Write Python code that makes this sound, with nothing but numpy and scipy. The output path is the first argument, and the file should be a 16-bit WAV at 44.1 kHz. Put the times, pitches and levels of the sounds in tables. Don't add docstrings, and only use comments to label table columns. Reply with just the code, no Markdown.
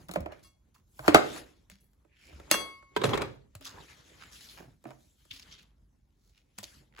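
import sys
import numpy as np
from scipy import signal
from scipy.fft import rfft, irfft, next_fast_len
from scipy.io import wavfile
from scipy.ndimage import uniform_filter1d, map_coordinates

SR = 44100
rng = np.random.default_rng(int(sys.argv[2]) if len(sys.argv) > 2 else 0)


def int16_out(signal):
    q = np.round(np.clip(np.atleast_2d(signal).T, -1, 1) * 32767)
    wavfile.write(sys.argv[1], SR, q.astype(np.int16))


def amplitude_ratio(level_db):
    exponent = np.asarray(level_db, float) / 20
    return 10 ** exponent


N = 308697


def unit(x):
    return x / np.sqrt(np.mean(x ** 2) + 1e-20)


def peak1(x):
    return x / (np.abs(x).max() + 1e-20)


def along(points, hz):
    f, v = np.transpose(points)
    return np.interp(np.log(hz + 1), np.log(f + 1), v)


def wobble(rate):
    knots = rng.standard_normal(int(N * rate / SR) + 4)
    return map_coordinates(knots, [np.arange(N) * rate / SR])


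def filtered(x, response):
    n = x.shape[-1]
    m = next_fast_len(n + 8192)
    return irfft(rfft(x, m) * response(np.fft.rfftfreq(m, 1 / SR)), m)[..., :n]


def tilt(db_per_octave, hz):
    return amplitude_ratio(db_per_octave * np.log2((hz + 200) / 4000))


def radiated(hz):
    return (1j * hz / (1j * hz + 70)) ** 2


def add(track, s, sound, pan_db):
    lags = (8 if s < 1.5 else 1, 0)
    for ch, part in enumerate(np.broadcast_to(sound, (2, sound.shape[-1]))):
        track[ch, round(s * SR) + lags[ch]:][:len(part)] += part * amplitude_ratio(pan_db * (1.5 - ch))


def crackle(rate, size):
    ticks = (rng.random(N) < rate / SR) * rng.exponential(1, N)
    decay_s = 0.00049
    return 1 + size * signal.lfilter([1], [1, -np.exp(-1 / (decay_s * SR))], ticks)


def rush(spectrum, patchy_db, grit_db):
    # f/Hz, left-right likeness
    alike = [(60, 0.93), (240, 0.56), (950, 0.39), (3770, 0.73), (15000, 0.65)]
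    z = signal.stft(rng.standard_normal((2, N)), nperseg=512)[2]
    field = uniform_filter1d(rng.standard_normal(z.shape[1:]), size=7, axis=0)
    field = uniform_filter1d(field, size=6, axis=1)
    pair = signal.istft(z * amplitude_ratio(patchy_db * unit(field)), nperseg=512)[1][:, :N]
    pair = pair * amplitude_ratio(grit_db * wobble(180))

    def shares(hz):
        turn = np.arccos(np.clip(along(alike, hz), 0, 1)) / 2
        return amplitude_ratio(along(spectrum, hz)) * [np.cos(turn), np.sin(turn)]

    mid, side = filtered(pair, shares)
    return unit(np.array([mid + side, mid - side]))


def held(rows, column, rise_db_s, fall_db_s):
    rows, t = np.array(rows), np.arange(N) / SR
    start, db = rows[:, :1], rows[:, column, None]
    end = start + abs(rows[:, 1:2])
    return amplitude_ratio(db - rise_db_s * np.maximum(start - t, 0) - fall_db_s * np.maximum(t - end, 0))


def sliding():
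    # t/s, held/s, hiss level/dB, tilt/(dB/octave)
    strokes = [(0, 0.023, -75, 2.5), (0.368, 0.038, -78, -3.5), (1.0, 0.056, -76, 12.5),
               (1.173, 0.2, -54, -3), (2.3, 0.41, -72, -3.5), (3.101, 0.017, -58, -6),
               (3.3, 0.022, -78.5, -6), (3.719, 0.17, -67, -3.5), (3.9, 0.43, -67.5, -4),
               (4.379, .14, -61.5, 1), (4.939, 0.28, -80.5, 1.5), (5.33, .06, -72.5, -0.5),
               (5.481, .03, -66.5, -5), (6.67, 0.08, -66, -1.35)]
    # t/s, held/s, drag level/dB, counter rumble level/dB
    presses = [(0, 0.011, -64, -54.5), (.2, 0.008, -63, -43), (.31, 0.007, -53.5, -69),
               (1.15, 0.0026, -29.5, -44), (1.3, 0.13, -54.5, -64), (2.3, 0.12, -64, -62),
               (2.55, 0.06, -43.5, -54.5), (3.09, 0.12, -34.5, -42.5), (3.25, 0.01, -62, -51),
               (3.74, 0.065, -55.5, -59), (3.9, 0.646, -71, -67.5), (4.66, 0.021, -77, -59.5),
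               (5.46, 0.15, -73.5, -71), (6.75, 0.19, -76.5, -66)]
    # t/s, rumble level/dB
    floor = [
        (0.0, -58),
        (0.25, -64.5),
        (7.0, -65.5),
    ]
    # f/Hz, density/(dB per Hz)
    hiss_colour = [(800, -19.5), (1400, -9), (3500, -6), (5500, -9), (7500, -7.5), (9500, -9.5),
                   (12000, -12), (14500, -14), (16000, -24), (16500, -61.5)]
    drag_colour = [(130, -34), (220, -7.5), (346, -0.5), (720, -9.5), (872, -8.5), (1020, -11),
                   (2200, -18.5), (2860, -28), (4840, -120)]
    rumble_colour = [(16, -27), (28, -7.5), (49, 7.5), (92, -8.5), (124, -10.5), (217, -18), (293, -22),
                     (400, -35.5), (520, -73), (880, -120)]
    seconds = np.arange(N) / SR

    stroke_gains = held(strokes, column=2, rise_db_s=166, fall_db_s=141.5)
    still, still_tilt_db = amplitude_ratio(-92), 1.8
    hiss_gain = stroke_gains.sum(axis=0) + still
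    tilt_db = (np.array(strokes)[:, -1] @ stroke_gains + still * still_tilt_db) / hiss_gain
    hz, t, z = signal.stft(rush(hiss_colour, patchy_db=3.0, grit_db=-0.5), SR, nperseg=512)
    turned = z * tilt(np.interp(t, seconds, tilt_db), hz[:, None])
    hiss = unit(signal.istft(turned, SR, nperseg=512)[1][:, :N] * crackle(60, .55))

    room = amplitude_ratio(np.interp(seconds, *np.transpose(floor)))
    drag_gain = held(presses, column=2, rise_db_s=278.5, fall_db_s=199.5).sum(axis=0)
    rumble_gain = held(presses, column=3, rise_db_s=278.5, fall_db_s=199.5).sum(axis=0)
    drag = (drag_gain + amplitude_ratio(-16) * room) * rush(drag_colour, patchy_db=3.0, grit_db=0.5)
    rumble = rush(rumble_colour, patchy_db=0.5, grit_db=-2.0)
    rumble = amplitude_ratio(1) * room * rumble + rumble_gain * unit(filtered(rumble, radiated))

    jerk = 1.4 * wobble(25)
    light = amplitude_ratio(jerk + 5.5) * hiss_gain * hiss
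    return light + amplitude_ratio(jerk - 0.5) * drag + amplitude_ratio(jerk + wobble(2.5) + 4.0) * rumble


def crack(t, t60, tilt_db):
    # f/Hz, density/(dB per Hz)
    snap_colour = [(600, -12.5), (1200, -4.5), (2200, -12), (4000, -16), (6000, -23), (8000, -14),
                   (11000, -25.5), (14000, -20.5), (16000, -29.5), (16700, -52)]
    burst = filtered(rng.standard_normal(len(t)), lambda hz: amplitude_ratio(along(snap_colour, hz)) * tilt(tilt_db, hz))
    crunch = filtered(burst, lambda hz: tilt(-3, hz))
    snap = burst * amplitude_ratio(-60 * t / t60) + crunch * amplitude_ratio(-27.5 - 60 * t / 0.06)
    return peak1((1 - np.exp(-t / 0.0076)) * snap)


def body(peaks):
    def response(f):
        return sum((-1) ** k * amplitude_ratio(db) * 1j * f * w / (c * c - f * f + 1j * f * w)
                   for k, (c, w, db) in enumerate(peaks))
    return response


def struck(t, peaks, push_s):
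    near, apart = rng.standard_normal((2, len(t))) * amplitude_ratio(-60 * t / push_s)
    return peak1(filtered(np.array([near + 0.08 * apart, near - 1.3 * apart]), body(peaks)))


def knocks():
    # t/s, crack peak level/dB, knock level/dB re crack, knock f/Hz, left-right/dB
    board_knocks = [(0.0918, -36.5, 6.5, 708, 1), (0.1583, -37.5, 21, 512.5, 6.5),
                    (0.2599, -45, 20, 645, 4.5), (0.3213, -53, 14, 342, 4), (0.9919, -39.5, 10, 599.7, 4),
                    (1.0804, -13.5, 7, 290, 7), (1.1458, -2, 1, 620.4, 3.5), (2.048, -71.5, 17, 427, 3.5),
                    (2.328, -43.5, 4, 583, -8), (2.3993, -45, 9, 546, 0.5), (2.5414, -20.5, -1.5, 1390, 3),
                    (2.617, -42, 8.5, 481, 0), (2.8254, -50, 6.5, 1032, -6), (4.8537, -58, 26.5, 619.5, 4),
                    (4.9062, -48, 11, 703, 3.5), (4.9135, -54.5, 12, 908, 2.5),
                    (6.991, -41.5, -6, 1300, 4.5)]
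    # t/s, crack peak level/dB, knock level/dB re crack, left-right/dB
    edge_ticks = [(.0856, -47, -6, 6.5), (.1131, -39, 1, 8.5), (.1375, -36, 1.5, 5), (.1544, -40, 8, 0),
                  (.2054, -45, -26, 5), (1.6996, -36.5, -16, 2), (1.933, -59, -18.5, -1),
                  (2.513, -7.5, -9, 4), (3.5522, -32.5, -8.5, 0), (3.6102, -53, 3, 9),
                  (3.9473, -54, -10.5, 0), (4.3165, -42.5, -13, -6.5), (4.8405, -46, 5.5, 0.5),
                  (5.2525, -58, 0, 5.5), (6.5858, -29, -14, 3.5), (6.63, -40.5, 0, 5.5)]
    # f/Hz, width/Hz, level/dB
    board = [(314, 32, 1), (598, 110, 0), (950, 810, -11.5), (1300, 180, -10), (1510, 40, -17.5),
             (2460, 600, -20.5)]
    out, t = np.zeros((2, N + SR)), np.arange(SR // 5) / SR
    contacts = [(*row, 0.11, -0.028 * (row[1] + 40)) for row in board_knocks]
    tick_hz, tick_t60, tick_tilt_db = 290, .045, 6
    contacts += [(s, db, knock_db, tick_hz, pan_db, tick_t60, tick_tilt_db)
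                 for s, db, knock_db, pan_db in edge_ticks]
    sharp, sag_s = .7, 0.0049
    sagged = t + sharp * sag_s * (1 - np.exp(-t / sag_s))
    for s, db, knock_db, hz, pan_db, t60, tilt_db in contacts:
        phase = 2 * np.pi * hz * sagged
        spot = np.sin(phase) + amplitude_ratio(-11.5) * np.sin(2 * phase)
        spot = spot * amplitude_ratio(-60 * t / t60) * (1 - np.exp(-t / .0015))
        knock = peak1(peak1(spot) + 3.9 * struck(t, board, push_s=0.031))
        add(out, s - .0008, amplitude_ratio(db) * crack(t, 0.0078, np.clip(tilt_db, -7, 7)), pan_db)
        add(out, s, amplitude_ratio(db + knock_db) * knock, pan_db - 5.5)
    return out[:, :N]


def counter_thumps():
    # t/s, peak level/dB, f/Hz, t60/s
    thumps = [(0.092, -31.5, 178, 0.1), (0.169, -23, 176, 0.1), (0.259, -34, 79, 0.12),
              (0.805, -47, 80.4, 0.15), (1.079, -8.5, 200, 0.025), (1.147, -22, 214, 0.12),
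              (1.718, -46.5, 196, 0.13), (2.324, -33, 69.8, 0.41), (2.513, -20, 183, 0.033),
              (3.553, -29.5, 97.4, 0.11), (4.592, -42, 170.7, 0.12), (4.849, -42.5, 228, 0.17),
              (5.313, -34.5, 90.4, 0.058), (6.581, -43, 204, 0.18), (0.994, -35, 130, .12),
              (1.082, -23, 94, 0.13), (4.86, -42.5, 130.6, 0.26), (5.33, -53, 269, 0.16),
              (6.59, -45, 102, 0.24), (3.6, -51.5, 272.4, 0.34)]
    out, t = np.zeros((2, N + SR)), np.arange(SR // 5) / SR
    for s, db, hz, t60 in thumps:
        fade = amplitude_ratio(db - 60 * t / max(t60, .03))
        add(out, s, fade * np.sin(2 * np.pi * hz * t) * (1 - np.exp(-t / 0.006)), 0)
    return out[:, :N]


def scuffs():
    # t/s, rms level/dB, centre f/Hz, width/octaves, t60/s
    flicks = [(.322, -54, 1300, 1.8, 0.16), (.323, -60.5, 2210, 0.31, 0.27), (1.155, -28, 1360, 0.5, 0.28),
              (1.153, -36, 3480, 1.2, .15), (1.088, -36, 1090, 1.5, .3), (1.71, -61.5, 3000, 2.12, 0.336),
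              (1.81, -70, 11930, .8, 0.45), (2.52, -43, 9300, 1.6, 0.34), (2.548, -39, 5528, 1.2, .12),
              (3.618, -54, 3000, 2.6, 0.23), (3.662, -50, 950, 0.82, 0.29), (3.812, -55, 3880, .5, 0.041),
              (3.884, -57.5, 2490, 0.74, 0.088), (.43, -64, 6400, 3.3, 0.33),
              (.748, -63.5, 5500, 7.1, 0.18), (.754, -67, 1070, 0.57, 0.17),
              (3.668, -40.5, 4540, 1.2, 0.16), (4.326, -50.5, 6380, 1.2, 0.26),
              (4.36, -54.5, 3110, 0.74, .2), (4.41, -53, 4100, 1.2, 0.23), (4.49, -52, 3950, 0.58, 0.31),
              (4.575, -51, 877, 2.4, 0.286), (4.6, -49, 332, 1.39, 0.3), (4.87, -51, 488, 1.4, 0.29),
              (5.311, -39.5, 3130, 0.69, 0.0845), (5.332, -48.5, 3084, 2.9, 0.25),
              (5.515, -51, 3314, 0.89, 0.33), (5.585, -54.5, 2900, 1.3, 0.186),
              (6.635, -45.5, 4215, 1.8, .14)]
    # t/s at peak, rms level/dB, centre f/Hz, width/octaves, rise/s
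    swells = [(2.962, -59, 2716, 1.5, 0.023), (1.06, -42, 885, 0.81, .045), (1.076, -45, 3977, 3.1, 0.045),
              (1.143, -35.5, 3120, 0.69, .009), (1.38, -50.5, 5330, 1.1, 0.025),
              (2.2, -67, 2350, 0.85, 0.096), (2.29, -58.5, 2240, 0.51, 0.11),
              (2.27, -64.5, 5650, 1.5, 0.15), (2.508, -42.5, 3088, 1.7, 0.0095),
              (3.658, -43, 4755, 2.51, 0.02), (3.79, -47, 955, 0.76, .027), (4.23, -51, 1773, 1.7, .06),
              (5.37, -49.5, 3610, 1.33, 0.021), (5.4, -49.5, 3484, 1.6, .02), (5.43, -54, 4153, 1, 0.027),
              (5.535, -54, 5460, 0.31, 0.035), (5.63, -65, 3440, 2.6, 0.028),
              (6.27, -73.5, 5840, 2.24, 0.15), (6.38, -67, 2947, 1.8, 0.072),
              (6.587, -43, 4510, 1.3, 0.0077), (6.951, -55, 2000, 1.3, 0.004),
              (6.993, -49, 1390, 1.1, 0.03), (6.927, -60.5, 1700, 1, .004), (6.941, -59, 1800, 1, .004),
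              (6.966, -50, 2000, 1.5, 0.0047), (6.976, -57, 2495, 1.7, .004),
              (6.984, -49, 2380, 1.6, 0.0036), (6.582, -45, 3553, 2.5, .004), (6.61, -55, 3483, 1.8, .02),
              (2.14, -70, 2300, .5, .08)]
    top_edge = [(100, -40), (16000, -0.5), (16600, -64.0)]  # f/Hz, level/dB; acts above 16 kHz
    out, t = np.zeros((2, N + SR)), np.arange(SR // 2) / SR
    flick_rise_s = 0.0077
    bursts = [(*row[:-1], flick_rise_s, row[-1]) for row in flicks]
    bursts += [(*row, .33 * (10 * row[-1]) ** 1.35) for row in swells]
    for s, db, hz, octaves, rise, t60 in bursts:
        grit = amplitude_ratio(3.5 * unit(uniform_filter1d(rng.standard_normal(len(t)), size=90)))
        grit = grit * crackle(200, .4)[:len(t)]
        near, apart = rng.standard_normal((2, len(t))) * grit
        bumps_db = 3 * rng.standard_normal(100)

        def patch(f):
            colour_db = along(top_edge, f) * (f > 16000) + np.interp(f / 240, np.arange(100), bumps_db)
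            return amplitude_ratio(colour_db) / (1 + (np.log2((f + 1) / hz) / octaves * 2) ** 2)

        pair = filtered(np.array([near + 0.11 * apart, near - 0.95 * apart]), patch)
        shape = np.where(t < rise, (t / rise) ** 1.5, amplitude_ratio(-60 * (t - rise) / t60))
        out[:, round((s - rise) * SR):][:, :len(t)] += amplitude_ratio(db) * unit(pair) * shape
    return out[:, :N]


def blade():
    # t/s, ring level/dB, damped after/s, then t60/s, tilt/(dB/octave)
    touches = [
        (.444, -53, 0.021, 0.45, -1),
        (0.744, -69, 0.042, 0.055, -2.5),
        (1.8, -74, 0.11, 0.24, 6),
        (2.512, -20.5, 0.52, .1, -1),
        (2.543, -40.5, 0.017, .14, 0.5),
        (3.041, -43, 0.033, 0.086, 4),
        (3.092, -50, 0.016, .08, 4),
        (3.143, -45, 0.054, .1, -7.5),
        (3.218, -50, 0.04, .1, -3),
    ]
    mode_hz = [1098, 1276, 1809, 2190, 2739, 3349, 4253, 4328, 4630, 4905, 5389, 6036, 7617, 7855, 8188,
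               9790, 10040, 10200, 10790, 11090, 11900, 12200, 14320]
    # level/dB, t60/s
    modes = [(-15.5, 0.77), (-18.5, 0.43), (-24, 0.29), (-16, .78), (-11, .32), (-6, 0.29), (-17, 0.3),
             (-27, .35), (-13, .4), (-11, .19), (-27.5, .24), (-11.5, 0.28), (-35, .5), (-10.5, 0.29),
             (-34, .37), (-10, 0.33), (-17.5, .32), (-22, .19), (-23.5, .33), (-29, .34), (-14, 0.27),
             (-31, .29), (-21.5, 0.27)]
    out, t = np.zeros((2, N + SR)), np.arange(SR * 3 // 4) / SR
    hz = np.array(mode_hz)[:, None]
    mode_db, t60 = np.transpose(modes)[:, :, None]
    late_hz, late_s = 4630, .065
    filling = 1 - (abs(hz / late_hz - 1) < .01) * np.exp(-(t / late_s) ** 2)
    for s, db, stop, damped, tilt_db in touches:
        rise = 0.0003 * amplitude_ratio(-.4 * (db + 19.5))
        beat, turn, pan = rng.uniform(-1, 1, (3, len(modes), 1))
        depth = .6 * np.minimum(hz / 3500, 1) ** 2
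        pairs = 1 - depth * np.sin(2 * np.pi * hz * .0017 * t + 3 * beat)
        fade = amplitude_ratio(db + mode_db - 60 * t / t60 - 60 * np.maximum(t - stop, 0) / damped)
        decay = pairs * tilt(tilt_db, hz) * fade * filling
        for ch, sign in enumerate((1, -1)):
            ring = decay * amplitude_ratio(3 * sign * pan) * np.sin(2 * np.pi * hz * t + .7 * sign * turn)
            out[ch, round(s * SR):][:len(t)] += ring.sum(axis=0) * (1 - np.exp(-t / rise))
    return out[:, :N]


def rocking():
    # t/s, crack peak level/dB, knock level/dB re crack, thump level/dB re crack, left-right/dB
    rocks = [(2.964, -22, 7.5, -10.5, -1), (2.9718, -32.5, -0.5, -4.5, 5), (3.016, -28.5, 10, -3, -1),
             (3.037, -25.5, 6, -5, 2.5), (3.0407, -19, 4, 0, 1), (3.0532, -24, 1, -2, 0.5),
             (3.0598, -33.5, -1.5, 4.5, 0), (3.0921, -28.5, -3.5, 1.5, 0.5), (3.1082, -43, 3.5, 0, 0),
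             (3.134, -25.5, 9, -15, 0.5), (3.142, -26, 5, -13, 0.5), (3.1536, -28, -7.5, -24.5, 0),
             (3.1753, -32.5, 2.5, -7.5, 7), (3.211, -27.5, -3.5, -4.5, -3.5), (3.2183, -25.5, 2, -6.5, 2.5),
             (3.2473, -55.5, 25.5, 0, -1)]
    # f/Hz, width/Hz, level/dB
    melon = [(384, 46, 1), (530, 100, -5), (1062.6, 85, -9), (1690, 61, -15.5), (2224, 200, -20.5),
             (3680, 410, -21)]
    # f/Hz, width/Hz, level/dB
    counter = [(115.3, 40, 0)]
    out, t = np.zeros((2, N + SR)), np.arange(SR // 4) / SR
    for s, db, knock_db, thump_db, pan_db in rocks:
        snap = crack(t, 0.018, tilt_db=-0.5)
        pitch = 1 + .1 * rng.uniform(-1.2, 1)
        knock = amplitude_ratio(knock_db) * struck(t, np.multiply(melon, (pitch, 1, 1)), 0.05)
        thump = amplitude_ratio(thump_db) * struck(t, counter, 0.4)
        add(out, s - .001, amplitude_ratio(db) * (snap + knock + thump), pan_db)
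    return out[:, :N]


def kitchen(x):
    # f/Hz, t60/s
    decay_times = [(150, 0.66), (1000, 0.33), (4000, 0.37), (12000, 0.17)]
    hz, t, z = signal.stft(rng.standard_normal((2, SR // 2)), SR, nperseg=256)
    tail = signal.istft(z * amplitude_ratio(-60 * t / along(decay_times, hz)[:, None]), SR, nperseg=256)[1]
    delayed = np.pad(x, ((0, 0), (200, 0)))
    return signal.fftconvolve(delayed, tail / np.linalg.norm(tail[0]), axes=1)[:, :N]


def scene():
    hits = filtered(knocks() + counter_thumps() + rocking(), radiated)
    steel = blade()
    answer = kitchen(amplitude_ratio(-12.5) * hits + amplitude_ratio(-14) * steel)
    return hits + steel + answer + scuffs() + sliding()


def low_pass(x):
    return signal.sosfilt(signal.butter(12, 16820, fs=SR, output="sos"), x)


def record(dry):
    # f/Hz, left-right/dB
    ports = [(100, -1.5), (400, -1.5), (900, -1), (2000, 2), (3500, 3.5), (6000, 2.5)]
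    # from f/Hz, to f/Hz
    dropped = [
        [(8450, 9550), (12750, 13850)],
        [(6500, 7400), (10500, 11700), (14900, 20000)],
    ]

    def pickup(hz):
        return (1j * hz / (1j * hz + 36)) ** 4 * amplitude_ratio(along(ports, hz) * np.array([[.5], [-.5]]))

    dry = filtered(dry, pickup)
    mid, side = (dry[0] + dry[1]) / 2, (dry[0] - dry[1]) / 2
    widened_hz, lag_s = 6400, 10 / SR
    mono_bass_hz = 260
    side = filtered(side, lambda hz: (hz < widened_hz) * (0.44 + hz ** 2 / (hz ** 2 + mono_bass_hz ** 2)))
    low = filtered(mid, lambda hz: hz < widened_hz)
    left = low + side + filtered(low - mid, lambda hz: np.exp(-2j * np.pi * hz * lag_s))
    right = mid - side

    def kept(hz):
        edge_hz = 200
        holes = [sum(np.clip(np.minimum(hz - a, b - hz) / edge_hz + .5, 0, 1) for a, b in bands)
                 for bands in dropped]
        return amplitude_ratio(-20 * np.array(holes))

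    mid, side = filtered(np.array([left + right, left - right]) / 2, kept)
    pair = np.array([mid + side, mid - side])
    top = .9
    limited = pair / (1 + np.abs(pair / top) ** 6) ** (1 / 6)
    finished = filtered(limited, lambda hz: hz < 16800)
    return low_pass(finished)


dry = scene()
out = record(dry)
int16_out(out)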